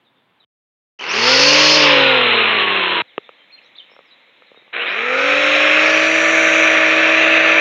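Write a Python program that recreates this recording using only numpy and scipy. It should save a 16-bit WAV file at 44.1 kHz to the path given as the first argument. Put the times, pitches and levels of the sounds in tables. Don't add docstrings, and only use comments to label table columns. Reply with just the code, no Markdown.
import sys
import numpy as np
from scipy import signal
from scipy.fft import rfft, irfft, next_fast_len
from scipy.io import wavfile
from scipy.ndimage import uniform_filter1d, minimum_filter1d

SR = 44100
rng = np.random.default_rng(int(sys.argv[2]) if len(sys.argv) > 2 else 0)


def master_out(mix):
    frames = np.transpose(np.atleast_2d(mix))
    ceiling = np.clip(frames, -1, 1)
    pcm = np.round(ceiling * 32767).astype(np.int16)
    wavfile.write(sys.argv[1], SR, pcm)


N = 335390


def undb(db):
    return 10 ** (np.asarray(db) / 20)


def walk(rate_hz):
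    hold = int(SR / rate_hz)
    steps = np.repeat(rng.standard_normal(N // hold + 1), hold)
    return 1.045 * uniform_filter1d(uniform_filter1d(steps, hold), hold)[:N]


def follow(table):
    t_s, *columns = np.transpose(table)
    return [np.interp(np.arange(N) / SR, t_s, column) for column in columns]


def gate(start_s, end_s, edge_s=0.00061):
    t = np.arange(N) / SR
    return np.clip(np.minimum(t - start_s, end_s - t) / edge_s, 0, 1)


def ramp(hz, from_hz, to_hz):
    return np.clip(np.log(hz / from_hz) / np.log(to_hz / from_hz), 0, 1)


def bands(table, flicker_db, rate_hz, count=3):
    size = next_fast_len(N)
    place = count * np.log2(np.fft.rfftfreq(size, 1 / SR) + 1)
    hz, db = np.transpose(table)
    knots = count * np.log2(hz)
    spectrum = rfft(rng.standard_normal(size)) * undb(np.interp(place, knots, db, -150, -150))
    spectrum /= np.std(irfft(spectrum, size))
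    for centre in np.arange(np.floor(knots[0]), knots[-1] + 1):
        share = np.clip(1 - np.abs(place - centre), 0, 1)
        band = irfft(spectrum * share, size)[:N]
        yield 2 ** (centre / count), band * undb(flicker_db * walk(rate_hz))


def rough_tone(hz, width_hz):
    phase = 2 * np.pi * np.cumsum(hz) / SR
    in_phase, quadrature = walk(width_hz)[:len(hz)], walk(width_hz)[:len(hz)]
    return in_phase * np.cos(phase) + quadrature * np.sin(phase)


# t/s, head turns f/Hz, hiss level/dB, low and high line whistle level/dB re hiss, guard f/Hz
# the trigger is let go at 1.75 s
RUN_CURVES = [
    [(0.99, 58.26, -37, -13, -12, 2744), (1.03, 70.9, -29.5, -12, -17, 2700),
     (1.09, 90.2, -23, -12, -26, 2570), (1.15, 105.5, -18.5, -6.5, -14, 2580),
     (1.24, 120.6, -17, 0, -10, 2610), (1.32, 130.8, -13.5, 1, -7, 2580), (1.5, 145.1, -12, 1, -5, 2580),
     (1.61, 150.4, -10.5, -1, -6, 2550), (1.75, 153.6, -11, 2.5, -7, 2550),
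     (1.9, 145.3, -11, -13, -23, 2690), (2.26, 121.1, -14.5, -37, -49, 2630),
     (2.6, 104.3, -16.5, -39.5, -51.5, 2600), (3.02, 86.97, -20, -48.5, -53.5, 2590)],
    [(4.73, 56.4, -29, -47, -53, 2370), (4.76, 61, -24.5, -48, -52, 2410),
     (4.85, 84.5, -23.5, -44, -42, 2440), (4.89, 90.8, -21.5, -34, -46, 2390),
     (4.98, 111.8, -22, -37, -31, 2330), (5.05, 120.6, -19.5, -33, -31, 2320),
     (5.17, 132.7, -19, -23, -23, 2370), (5.28, 142.5, -15.5, -27, -22.5, 2470),
     (5.52, 149.1, -14, -25, -21.5, 2550), (5.72, 152.8, -13, -26.5, -22, 2530),
     (5.87, 157.6, -13.5, -18.5, -19.5, 2440), (6.27, 162.1, -14.5, -23.5, -16.5, 2340),
     (6.53, 160.8, -13, -28, -17.5, 2420), (6.63, 160.9, -12.5, -28, -18, 2480),
     (6.79, 159.8, -13, -24.5, -22, 2360), (7.32, 161.2, -12.5, -26, -25.5, 2620),
     (7.61, 161, -12.5, -27, -25, 2400)],
]
# rumble gain/dB, guard level/dB re hiss, chop depth/dB; each (at full speed, added per octave slower)
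SPEED_MIX = [
    [(1, 4.9), (-16, 4.9), (-0.5, 2.74)],
    [(0.5, 3.5), (-3, -4), (0.97, 0.9)],
]
# t/s, gain of the upper rush level/dB, whistle peak f/Hz
TURNING = [
    [(.99, -7, 5300), (1.3, 1, 5230), (2, 1, 5250), (3.02, -1, 5400)],
    [(4.73, -4, 5650), (5.1, -8.5, 5450), (5.5, -4, 5420), (5.82, -7.5, 5400), (5.95, -9, 5850),
     (6.7, -9, 5870), (7.05, -9.5, 5600), (7.3, -9.5, 6020), (7.61, -9.5, 5900)],
]
FULL_HZ = 160


def trimmer(run):
    hz, hiss_db, low_db, high_db, guard_hz = follow(RUN_CURVES[run])
    upper_db, peak_hz = follow(TURNING[run])
    slower_oct = np.log2(FULL_HZ / hz)
    bass_db, guard_db, chop_db = (full + slope * slower_oct for full, slope in SPEED_MIX[run])
    turn = 2 * np.pi * np.cumsum(hz * (1 + .0015 * walk(30))) / SR
    start_s, end_s = RUN_CURVES[run][0][0], RUN_CURVES[run][-1][0]
    tones = whine(run, hz, slower_oct, turn) * gate(start_s, N / SR + 1, edge_s=0.18) ** 2
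    air = rush(run, bass_db, upper_db, guard_db, guard_hz) + whistle(run, low_db, high_db, peak_hz)
    return gate(start_s, end_s) * (tones + chop(turn, chop_db) * undb(hiss_db) * air)


GEAR = 3.63
TONE_ORDERS = [1, 2, 3, 4, 6, GEAR, 2 * GEAR, 3 * GEAR]
# full-speed level/dB, loss per octave slower/dB
TONE_LEVELS = [
    [(-30.5, 22), (-20.5, 27.5), (-29, 24), (-24.5, 12.5), (-24.5, 29.5), (-25, 17), (-25.5, 19.5),
     (-26, 2.5)],
    [(-45.5, 28.5), (-26, 37), (-39.5, 23), (-25.5, 22.5), (-41.5, 6.5), (-27.5, 23.5), (-31.5, 34.5),
     (-21.5, 26)],
]
# f/Hz, half-width/Hz, gain/dB
HOUSING_BANDS = [(514, 43, 9), (1050, 60, 2), (1450, 90, 7), (1596, 150, -10)]
WAVER_DB = 0.2152


def whine(run, hz, slower_oct, turn):
    out = 0
    for order, (full_db, slope_db) in zip(TONE_ORDERS, TONE_LEVELS[run]):
        lift_db = sum(gain_db / (1 + ((order * hz - f) / width_hz) ** 2) for f, width_hz, gain_db in HOUSING_BANDS)
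        wander_db = 0.61 * walk(25) + WAVER_DB * order * walk(16)
        level_db = full_db - slope_db * slower_oct + lift_db + wander_db
        out += np.sqrt(2) * undb(level_db) * np.sin(order * turn)
    return out


def chop(turn, depth_db):
    return undb(depth_db * (np.cos(2 * turn) + 0.77 * np.cos(turn) + 0.89 * walk(250)))


# f/Hz, relative level/dB per Hz
RUSH_COLOUR = [
    [(60, -49.5), (120, -30.5), (250, -20.5), (450, -9.5), (750, -15), (1000, -6.5), (1500, -8),
     (2200, -3.5), (2750, -0.5), (3300, -5.5), (4100, -9), (4400, -33)],
    [(60, -50), (120, -45), (250, -19.5), (450, -9.5), (700, -6), (900, -13.5), (1300, -2.5), (2000, 0.5),
     (2550, 2), (2950, -2), (4000, -2), (4400, -31.5)],
]


def rush(run, bass_db, upper_db, guard_db, guard_hz):
    out = undb(guard_db) * rough_tone(guard_hz, 600)
    for f, band in bands(RUSH_COLOUR[run], 1.37, 9, count=5):
        out += band * undb(bass_db * ramp(f, 3000, 780) + upper_db * ramp(f, 2400, 3590))
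    return out


# f/Hz, relative level/dB per Hz; the microphone dips near 8 kHz
WHISTLE_COLOUR = [
    [(4000, -14), (4300, -4), (4700, -5.5), (5300, -6.5), (6000, -5), (6700, -14.5), (7300, -26.5),
     (7700, -38.5), (8200, -48.5), (8700, -38.5), (9400, -34.5), (10200, -51)],
    [(4000, -15.5), (4300, 4), (4900, -5.5), (5400, -7), (5900, -5), (6400, -4), (7300, -12), (7700, -27.5),
     (8200, -37), (8700, -22), (9400, -28), (10200, -57)],
]
WHISTLE_PEAK_DB = [-6.5, -2]


def whistle(run, low_db, high_db, peak_hz):
    out = undb(high_db + WHISTLE_PEAK_DB[run]) * rough_tone(peak_hz, 600)
    for f, band in bands(WHISTLE_COLOUR[run], 2.2, 12, count=6):
        out += band * undb(low_db + (high_db - low_db) * ramp(f, 5176, 5350))
    return out


# t/s, length/s, first f/Hz, last f/Hz, width/Hz, mid-glide level/dB
WHIR_GLIDES = [(0.988, 0.052, 2900, 3100, 510, -26), (1.077, 0.067, 4870, 6430, 1120, -26),
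               (4.782, 0.068, 2500, 3180, 330, -22), (4.856, 0.047, 3390, 3940, 152, -29),
               (4.87, .1, 4700, 6000, 904, -50), (4.981, .7, 1229, 1440, 219.8, -23)]


def whirs():
    out = np.zeros(N)
    for t_s, length_s, first_hz, last_hz, width_hz, db in WHIR_GLIDES:
        i, u = int(t_s * SR), np.linspace(0, 1, int(length_s * SR))
        glide_hz = first_hz + (last_hz - first_hz) * u
        out[i:i + len(u)] += undb(db) * np.sin(np.pi * u) * rough_tone(glide_hz, width_hz)
    return out


# multiple of HUM_HZ, rms level/dB
HUM_PARTIALS = [(2, -51.5), (3, -44), (4, -38)]
HUM_HZ, HUM_START_S, HUM_S = 119, 4.73, 0.162


def hum():
    t = np.arange(N) / SR
    tones = sum(np.sqrt(2) * undb(db) * np.sin(2 * np.pi * k * HUM_HZ * t) for k, db in HUM_PARTIALS)
    return tones * gate(HUM_START_S, HUM_START_S + HUM_S, edge_s=0.017)


# listed t/s, peak level/dB before filters, shell f/Hz, upper-mode gain/dB
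HANDLE_CLICKS = [(3.177, -5.5, 417, -13.5), (3.289, -23, 486, -11), (3.894, -39, 525, -7),
                 (3.914, -36, 468, -12), (3.934, -40, 545, -17), (3.962, -32, 538, -12),
                 (3.988, -30, 535, -15), (4.004, -40, 503, -11.5), (4.419, -33, 511, -12),
                 (4.514, -33.5, 501, -31), (4.543, -34, 415, -7.5), (4.571, -34.5, 441, -21),
                 (4.619, -43, 450, -19), (4.676, -38, 530, -12), (4.725, -28, 564, -5)]
# nominal f/Hz, level/dB re shell tone before upper-mode gain, t60/s
SHELL_MODES = [(1220, 9, 0.013), (1600, 11.5, 0.0032), (2360, 10, 0.0066), (3100, -24, .006)]
SHELL_T60_S = .018
KNOCK_DELAY_S = 0.00272


def handle():
    out, t = np.zeros(N), np.arange(3000) / SR
    for listed_s, db, shell_hz, bright_db in HANDLE_CLICKS:
        ring = np.sin(2 * np.pi * shell_hz * t) * undb(-60 * t / SHELL_T60_S)
        for f, mode_db, t60_s in SHELL_MODES:
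            mode_hz = f * (1 + 0.096 * rng.standard_normal())
            ring -= undb(mode_db + bright_db) * np.sin(2 * np.pi * mode_hz * t) * undb(-60 * t / t60_s)
        i = int((listed_s + KNOCK_DELAY_S) * SR)
        out[i:i + len(t)] += undb(db) * ring / np.abs(ring).max()
    out = signal.sosfilt(signal.butter(2, 200, "high", fs=SR, output="sos"), out)
    return signal.sosfilt(signal.ellip(7, 1.5, 70, 3700, fs=SR, output="sos"), out)


# t/s, length/s, first f/Hz, last f/Hz, rasp 0-1, amplitude level/dB re 2
BIRD_NOTES = [(0.048, 0.046, 3900, 3500, 0.9, -59.5), (.15, 0.082, 3560, 3600, 0.7, -68),
              (0.399, 0.05, 3950, 3460, 0.8, -54.5), (0.43, 0.024, 3100, 3020, .3, -59),
              (3.07, 0.059, 4120, 2820, 0.1, -55), (3.228, 0.062, 3620, 3420, 0.94, -53),
              (3.37, .08, 3160, 3140, 0.4, -57), (3.646, .03, 3930, 3880, 0.4, -52),
              (3.502, .015, 2190, 2700, 0.2, -50), (3.52, 0.041, 4240, 4170, 0.3, -46),
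              (3.578, 0.019, 3100, 2190, 1, -46), (3.62, .07, 4700, 6900, 0.4, -75),
              (3.749, .025, 2980, 4600, 0.55, -45.5), (3.774, 0.038, 3940, 2890, 0.55, -36.5),
              (3.898, 0.065, 5200, 5500, 0.45, -64), (4.05, .06, 5800, 4400, .3, -73),
              (4.109, 0.034, 3920, 3900, 0.46, -46.5), (4.466, 0.03, 4200, 3540, 0.4, -57),
              (4.561, 0.033, 3700, 3840, 0.04, -52)]


def birds():
    out, flutter = np.zeros(N), walk(500)
    for t_s, length_s, first_hz, last_hz, rasp, db in BIRD_NOTES:
        i, u = int(t_s * SR), np.linspace(0, 1, int(length_s * SR))
        phase = 2 * np.pi * np.cumsum(first_hz + (last_hz - first_hz) * u) / SR
        shape = np.sqrt(np.sin(np.pi * u)) * (1 - rasp + rasp * flutter[i:i + len(u)])
        out[i:i + len(u)] += 2 * undb(db) * shape * np.sin(phase)
    t = np.arange(6000) / SR
    echo = rng.standard_normal(len(t)) * undb(-60 * t / 0.34)
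    return out + undb(-35.5) * signal.fftconvolve(out, echo)[:N]


# f/Hz, relative level/dB per Hz
AIR_COLOUR = [
    [(24, -34), (40, -14), (258, -7), (299, -9.5), (664, -11), (836, -8), (909, -9.5), (2590, -14.5),
     (3480, -14), (6000, -49), (7800, -79), (13200, -120)],
    [(35, -55), (60, -28), (129, -13), (343, -6), (395, -10), (502, -0.5), (692, -7), (1010, -6.5),
     (1480, -8), (2170, 2), (2930, -6), (3810, -3.5), (4120, -10), (4470, -32), (7230, -35), (9400, -75.5),
     (15900, -120)],
]
# start t/s, end t/s, air level/dB
QUIET_STRETCHES = [(0, 0.448, -62), (3.015, 4.735, -52.5)]


def lawn():
    call, out = birds(), 0
    for (start_s, end_s, db), colour in zip(QUIET_STRETCHES, AIR_COLOUR):
        air = sum(band for _, band in bands(colour, 1.0, 22.68, count=2))
        out += gate(start_s, end_s) * (call + undb(db) * air)
    return out


def scene():
    tool = sum(trimmer(run) for run in range(len(RUN_CURVES)))
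    return (tool + whirs() + hum() + handle() + lawn())[None]


KNEE, CEILING, LIMIT = .79, .87, 1.0
TICK_DB, TOP_HZ = -16.5, 15800


def record(dry):
    dry = signal.sosfilt(signal.butter(4, 105, "high", fs=SR, output="sos"), dry)
    need = minimum_filter1d(np.minimum(1, LIMIT / (np.abs(dry) + 1e-9)), size=601)
    held = dry * uniform_filter1d(uniform_filter1d(need, size=300), size=300)
    over = np.maximum(np.abs(held) - KNEE, 0) / (CEILING - KNEE)
    shaved = np.sign(held) * (CEILING - KNEE) * (over - np.tanh(over))
    thud = uniform_filter1d(uniform_filter1d(shaved, size=5), size=6)
    rounded = held - thud - undb(TICK_DB) * shaved
    hiss = undb(-84) * rng.standard_normal(N) * (1 - gate(.447, .992))
    return signal.sosfilt(signal.ellip(8, .2, 70, TOP_HZ, fs=SR, output="sos"), rounded + hiss)


dry = scene()
out = record(dry)
master_out(out)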